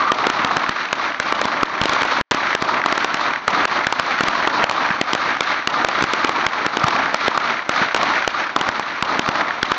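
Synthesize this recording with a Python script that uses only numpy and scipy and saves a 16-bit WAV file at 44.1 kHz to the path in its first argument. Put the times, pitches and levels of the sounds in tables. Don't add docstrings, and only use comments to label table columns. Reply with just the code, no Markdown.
import sys
import numpy as np
from scipy import signal
from scipy.io import wavfile
from scipy.ndimage import uniform_filter1d

SR = 44100
rng = np.random.default_rng(int(sys.argv[2]) if len(sys.argv) > 2 else 0)


def to_wav(sig):
    pcm = np.clip(np.atleast_2d(sig), -1, 1) * 32767
    pcm = np.round(pcm).astype(np.int16)
    wavfile.write(sys.argv[1], SR, pcm.T)


N = 431298

# t/s, level/dB
PATTER = [(0, -16), (.11, -20), (.17, -25.5), (.65, -29), (.8, -26), (1.7, -34.5), (2.1, -29.5), (2.5, -24),
          (3.4, -28), (4.2, -28), (4.9, -21), (5.5, -31), (6.2, -30), (7, -17), (7.6, -28), (8.1, -33.5),
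          (8.6, -28), (9.78, -23.5)]
# t/s, level/dB
RING = [(0, 6.5), (.11, 4), (.17, -13.5), (4.8, -19), (4.92, -12), (5.05, -8.5), (9.78, -22)]
# f/Hz, level/dB
DIN_RUMBLE = [(25, -16), (80, -10.5), (140, -6), (220, -2), (305, 2), (420, -7), (520, -6), (700, -11.5),
              (1200, -48)]
DIN_MIDS = [(100, -26.5), (300, -9.5), (480, -11), (620, -3.5), (760, -3), (1000, 0), (1350, -3.5),
            (1600, -22), (2000, -19.5), (3000, -73.5)]
DIN_TREBLE = [(700, -16.5), (1400, 6), (1800, 1.5), (2300, -1), (2650, -8), (2900, -9.5), (3400, -11.5),
              (3950, -11), (4500, -15), (5100, -23), (5800, -21), (6500, -28), (7100, -38), (7800, -56)]
# t/s, blast level/dB, f/Hz that the gas puff slides down through,
# puff level/dB against the blast, level/dB of the street's answer, extra treble level/dB of that answer
BANGS = [(0.1186, 6, 344.0, -21, 2.5, -3), (0.2685, 7, 283.0, -20, 3.5, 1), (0.3, 9.5, 317.0, -9, 1.5, 0),
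         (0.4471, 6, 208, -14, 5.5, -4), (0.5685, 4.0, 738, -21, -2.5, 1.5),
         (0.6928, 4.5, 670, -23, -8.5, 7.5), (0.9289, 4.5, 323.0, -3.0, -3, 2.5),
         (1.1999, 3.5, 349, -38, -4.5, 3), (1.324, 2.5, 338, -2, 0.5, -1.5),
         (1.415, 4.5, 528, -9.0, -1, -2), (1.4543, 5.5, 224, -2.5, -0.5, -3.5),
         (1.6317, 7, 319, -0.5, -1.0, 1), (1.815, 2, 177, 0.0, -1.5, -1), (1.8369, 3, 150.0, -7, -5, 6),
         (1.856, 6, 340, -1.5, -2.0, -2), (1.8944, 6.5, 562, -4, 3.5, 4), (1.9341, 7, 333, -3.0, -3.5, -1),
         (2.0191, 5, 194.0, -6, -2.5, 7), (2.0322, 8, 340.0, -6, -6.5, 2), (2.052, 4, 678.0, 6.5, 5, 1),
         (2.212, 4.5, 242, -2.5, 3.0, 5.5), (2.3112, 6, 580, -17, 3.5, 1), (2.3171, 8.5, 342, -8, -1.0, -3),
         (2.3464, 8.0, 323.0, -4, -2.5, 6), (2.5506, 5.5, 410, -8.0, -6, -4),
         (2.6233, 4, 274, -4.5, 3, -4.5), (2.8607, 4.5, 710, -7, 3, 3.5), (2.9251, 7.5, 322, -2, -1.5, -9),
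         (2.9783, 8.5, 323, -3.5, 2.5, 3), (3.0454, 7.5, 494, -10.5, -9.5, -6),
         (3.1434, 6.5, 311, 0.5, 0.5, -0.0), (3.4794, 7, 684.0, -31, 4.5, -1),
         (3.6529, 6.5, 581.0, -5, 1.5, 1), (3.8685, 6.5, 225, -12.5, -4, 4.5),
         (3.9254, 6.5, 655, -5.5, -0.5, -5), (3.9967, 9, 152, -8.5, 0.5, 4), (4.2076, 6, 274, -13, 4, 3.5),
         (4.2355, 7, 264, -3, -1, -7), (4.284, 11, 146, -10.0, 4, -0.0), (4.4741, 0.5, 620, 2.5, 4, -3.5),
         (4.6407, 3.5, 572, 1, -3, -2), (4.6961, 7, 654.0, -13.0, 4.5, -1), (4.7123, 5, 795, -7, 0, 1),
         (5.0132, 7.5, 335, -5.5, -1.5, 2), (5.1329, 7.5, 328, -13.0, -6, 2), (5.1507, 8, 597, -21, 0, 2.5),
         (5.407, 5, 534, -4.5, -2.5, 4), (5.6736, 6.5, 272, -22, 1.5, -0.5), (5.847, 6, 591, -10, 0, 1),
         (5.8866, 6.0, 644, -4, -2.5, 2.5), (6.0237, 5.5, 252, -4, -0.5, 6), (6.0396, 5.5, 185, -1, -3, -6),
         (6.1354, 7, 351, -32, -0.5, -0.5), (6.2466, 5, 311.0, -6.0, 0.0, -7),
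         (6.2932, 3.5, 745, 2, -1.5, 2), (6.4653, 4.5, 147, -5.5, 0, 0.5), (6.664, 4.5, 303, -15, -8, 0),
         (6.7702, 2.5, 343, -2.5, -1.5, -10), (6.8413, -1, 167.4, 1, 0, -1.5),
         (6.8833, 4.5, 562.0, -7, -4.5, -1), (7.144, 7.5, 590, -6.5, -1, 6),
         (7.2808, 5.5, 522, -3, -1.5, -16), (7.3761, 6, 287, -23, -1.0, 3), (7.693, 6, 577, -6.5, 1.5, 3.5),
         (7.9459, 5.5, 155, -30, 5.5, 0), (7.9637, 6.5, 544, -15, 0.5, -4), (8.0316, 5, 535, -3, 1, 4),
         (8.2768, 6, 335, -5.5, -2.5, 3.5), (8.5627, 7, 792, -18, 7, -5), (8.612, 9, 380, -9, 1, 4),
         (8.6892, 5.5, 163, -2, -3.5, -7), (8.7963, 2, 760.0, 4, -11, 8), (9.0251, 5, 297, -5, -0.5, -1.5),
         (9.1933, 7.5, 307, -9, 1, 0), (9.289, 5, 260, 2.5, 3.5, -2), (9.6295, 7, 467, -17.0, -2.5, 2),
         (9.718, 6.5, 365, -3.5, -5, 4.5)]
# f/Hz, level/dB
SCATTER_TONE = [(60, -12.5), (300, 5.5), (700, -3.5), (1200, 6.5), (2000, -6), (3200, -8), (5000, -18),
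                (7000, -27.5), (9000, -17)]
# delay/s, centre f/Hz, rough width/Hz, swell time/s, level/dB
HOUSE_ECHOES = [(.022, 2550, 2270, .004, -8), (0.045, 3870, 1350, .026, -16),
                (0.066, 1205, 1565, 0.0012, -2.5), (0.11, 1100, 713, 0.0025, -12),
                (0.119, 1976, 1156, 0.0024, -8.5), (.126, 284.3, 207, 0.0058, -17.5),
                (.142, 1523, 1200, .012, -14.5), (.192, 1720, 1000, .0009, -3),
                (.216, 1624, 800, .001, -2.5)]
# f/Hz, level/dB
AIR_TONE = [(30, -29), (200, -2), (1200, -1), (4000, -9.5), (6000, -8.5), (7000, -10.5), (7800, -30.5)]
# t/s, level/dB, f/Hz
THUDS = [(0.572, -13, 235), (4.906, -2.5, 200), (6.843, 2, 130), (6.947, -9, 220), (7.815, -3, 204),
         (8.097, -21, 220)]
# f/Hz, level/dB
MICROPHONE_TONE = [(20, -14), (60, -13), (1000, -9), (5500, -3.5), (7500, -3), (9000, -6.5), (11000, -23)]
# start t/s, end t/s, level/dB
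DROPOUTS = [(2.214, 2.222, -24), (2.222, 2.311, -58), (3.657, 3.676, -11)]

RING_HZ = 1180


def gain_of(db):
    return 10 ** (np.asarray(db) / 20)


def evened(x):
    return x / np.sqrt(np.mean(x ** 2) + 1e-20)


def curve(rows):
    times, values = np.transpose(rows)
    return np.interp(np.arange(N) / SR, times, values)


def add(mix, start_s, sound):
    part = mix[max(round(start_s * SR), 0):][:len(sound)]
    part += sound[:len(part)]


def colour(x, tone, size=2048):
    hz, db = np.transpose(tone)
    bin_hz = abs(np.fft.fftfreq(size, 1 / SR))
    log_gain = np.log(gain_of(np.interp(np.log(bin_hz + 1), np.log(hz), db)))
    taps = np.fft.ifft(np.exp(np.conj(signal.hilbert(log_gain)))).real
    return signal.fftconvolve(x, taps)[:len(x)]


def resonate(x, hz, width_hz):
    r = np.exp(-np.pi * width_hz / SR)
    for _ in range(2):
        x = signal.lfilter([1, 0, -1], [1, -2 * r * np.cos(2 * np.pi * hz / SR), r * r], x)
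    return x


def din_levels(street_db=-14, sag_db_per_s=14.5, hold_s=0.13, fall_db_per_s=90.5, bloom_s=0.23):
    age = np.arange(SR) / SR
    sag_db = sag_db_per_s * age
    fall_db = fall_db_per_s * np.maximum(age - hold_s, 0)
    answer = gain_of(street_db - sag_db - fall_db) ** 2
    bloom = gain_of(3 * (np.minimum(age / bloom_s, 1) - .5)) ** 2
    power = gain_of(curve(PATTER)) ** 2
    treble_power = power * gain_of(1) ** 2
    for s, *_, answer_db, bright_db in BANGS:
        add(power, s, gain_of(answer_db) ** 2 * answer)
        add(treble_power, s, gain_of(answer_db + bright_db) ** 2 * answer * bloom)
    return np.sqrt(power), np.sqrt(treble_power)


def rattle(pops_per_s=150, spread_db=2.0, scatter_s=0.0054, far_echoes=.7):
    sizes = gain_of(spread_db * np.minimum(rng.exponential(1, N), 3))
    pops = sizes * (rng.random(N) < pops_per_s / SR)
    power = signal.lfilter([1], [1, -np.exp(-2 / (scatter_s * SR))], pops ** 2)
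    power = uniform_filter1d(power / power.mean(), size=130) + far_echoes
    return power / uniform_filter1d(power, size=4000)


def street_din(rumble_db=-7.5, mids_db=3, ring_db=5, shared=0.61):
    level, treble_level = din_levels()
    common = rattle()
    deep, dull, bright = (np.sqrt(shared * common + (1 - shared) * rattle()) * rng.standard_normal(N)
                          for _ in range(3))
    lull = (level / level.mean()) ** .01
    rumble = gain_of(rumble_db) * lull * evened(colour(deep, DIN_RUMBLE))
    mids = gain_of(mids_db) * evened(colour(dull, DIN_MIDS))
    treble = evened(colour(bright, DIN_TREBLE))
    ring = evened(resonate(rng.standard_normal(N), RING_HZ, width_hz=120))
    ring *= gain_of(curve(RING) + ring_db)
    return level * (rumble + mids + ring) + treble_level * treble


def bangs(shock_s=0.00029, scatter_s=0.0028, scatter_db=1, puff_s=0.0027, puff_boost_db=4):
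    out, t = np.zeros(N), np.arange(SR // 25) / SR
    cut_off = np.exp(-(t / .0042) ** 6)
    for s, db, hz, puff_db, *_ in BANGS:
        shock_age = t / (shock_s * rng.uniform(.6, 1.4))
        shock = -2 * (1 - shock_age) * np.exp(-shock_age)
        noise = evened(colour(rng.standard_normal(len(t)), SCATTER_TONE))
        scatter = noise * np.exp(-t / scatter_s) * cut_off * (1 - np.exp(-shock_age))
        turns = hz * 2 * puff_s * np.log(1 + 0.81 * t / puff_s)
        puff = -np.sin(2 * np.pi * turns) * np.exp(-(t / puff_s) ** 2 - turns / 2)
        bang = shock + gain_of(scatter_db) * scatter + gain_of(puff_db + puff_boost_db) * puff
        add(out, s, gain_of(db) * bang)
    return out


def swell(t, peak_s):
    return t / peak_s * np.exp(1 - t / peak_s)


def house_echoes(echo_db=-1, uneven_db=1.94, jump_s=.001, follow=.7):
    out, t = np.zeros(N), np.arange(SR // 14) / SR
    for delay_s, hz, width_hz, swell_s, front_db in HOUSE_ECHOES:
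        shape = swell(t, swell_s)
        bursts = resonate(rng.standard_normal((len(BANGS), len(t))) * shape, hz, 1.076 * width_hz)
        bursts *= np.sqrt(np.sum(shape ** 2) / np.sum(bursts ** 2, axis=1, keepdims=True))
        for (s, *_, answer_db, _), burst in zip(BANGS, bursts):
            path, luck = rng.standard_normal(2)
            db = follow * answer_db + front_db + echo_db + uneven_db * luck
            add(out, s + delay_s + jump_s * path, gain_of(db) * burst)
    return out


def ribbed_echo(delay_s=.0675, ping_db=-2.5, again_s=.014, again_db=-6, pitch_spread=0.041, follow=.5):
    out, t = np.zeros(N), np.arange(SR // 20) / SR
    for s, *_, answer_db, _ in BANGS:
        detune, luck_db, slip = rng.standard_normal(3)
        hz = RING_HZ * (1 + pitch_spread * detune)
        ping = np.sin(2 * np.pi * hz * t) * swell(t, peak_s=0.0027)
        ping *= gain_of(follow * answer_db + ping_db + luck_db)
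        add(out, s + delay_s, ping)
        add(out, s + delay_s + again_s + slip / RING_HZ, gain_of(again_db) * ping)
    return out


def thuds():
    out, t = np.zeros(N), np.arange(SR // 12) / SR
    for s, db, hz in THUDS:
        add(out, s, gain_of(db) * swell(t, peak_s=0.0023) * np.sin(2 * np.pi * hz * t))
    return out


def scene():
    return (bangs() + colour(house_echoes(), AIR_TONE) + ribbed_echo() + street_din() + thuds())[None]


def excess_db(x, threshold_db, listen_s):
    keep = np.exp(-1 / (listen_s * SR))
    power = signal.lfilter([1 - keep], [1, -keep], x ** 2)
    return np.maximum(10 * np.log10(power + 1e-12) - threshold_db, 0)


def fast_gain_control(x, recover_db_per_s=65, lag_s=.0035):
    t = np.arange(N) / SR
    recovery_db = recover_db_per_s * t
    over_db = excess_db(x, threshold_db=-8, listen_s=0.00017)
    duck_db = np.maximum.accumulate(over_db + recovery_db) - recovery_db
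    return x / gain_of(np.interp(t - lag_s, t, uniform_filter1d(duck_db, size=40)))


def slow_gain_control(x, strength=.3, lag_s=.005):
    t = np.arange(N) / SR
    duck_db = strength * excess_db(x, threshold_db=-20, listen_s=0.085)
    return x / gain_of(np.interp(t - lag_s, t, duck_db))


def dropouts(x):
    level_db = np.zeros(N)
    for start_s, end_s, db in DROPOUTS:
        level_db[round(start_s * SR):round(end_s * SR)] = db
    return x * gain_of(uniform_filter1d(level_db, size=16))


def low_pass(x, hz):
    return signal.oaconvolve(x, signal.firwin(511, hz, window=("kaiser", 9), fs=SR), "same")


def record(dry, overload=.66, ceiling=.68, low_cut_hz=35, roll_off_hz=7400):
    x = colour(dry[0], MICROPHONE_TONE)
    x = slow_gain_control(fast_gain_control(x))
    x = x / (1 + (x / overload) ** 4) ** .25
    x = signal.sosfilt(signal.butter(1, low_cut_hz, "high", fs=SR, output="sos"), x)
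    x = dropouts(x)
    x = signal.sosfiltfilt(signal.butter(8, roll_off_hz, fs=SR, output="sos"), x)
    x = np.clip(low_pass(x, hz=8900), -ceiling, ceiling)
    return low_pass(x, hz=16200)[None]


dry = scene()
out = record(dry)
to_wav(out)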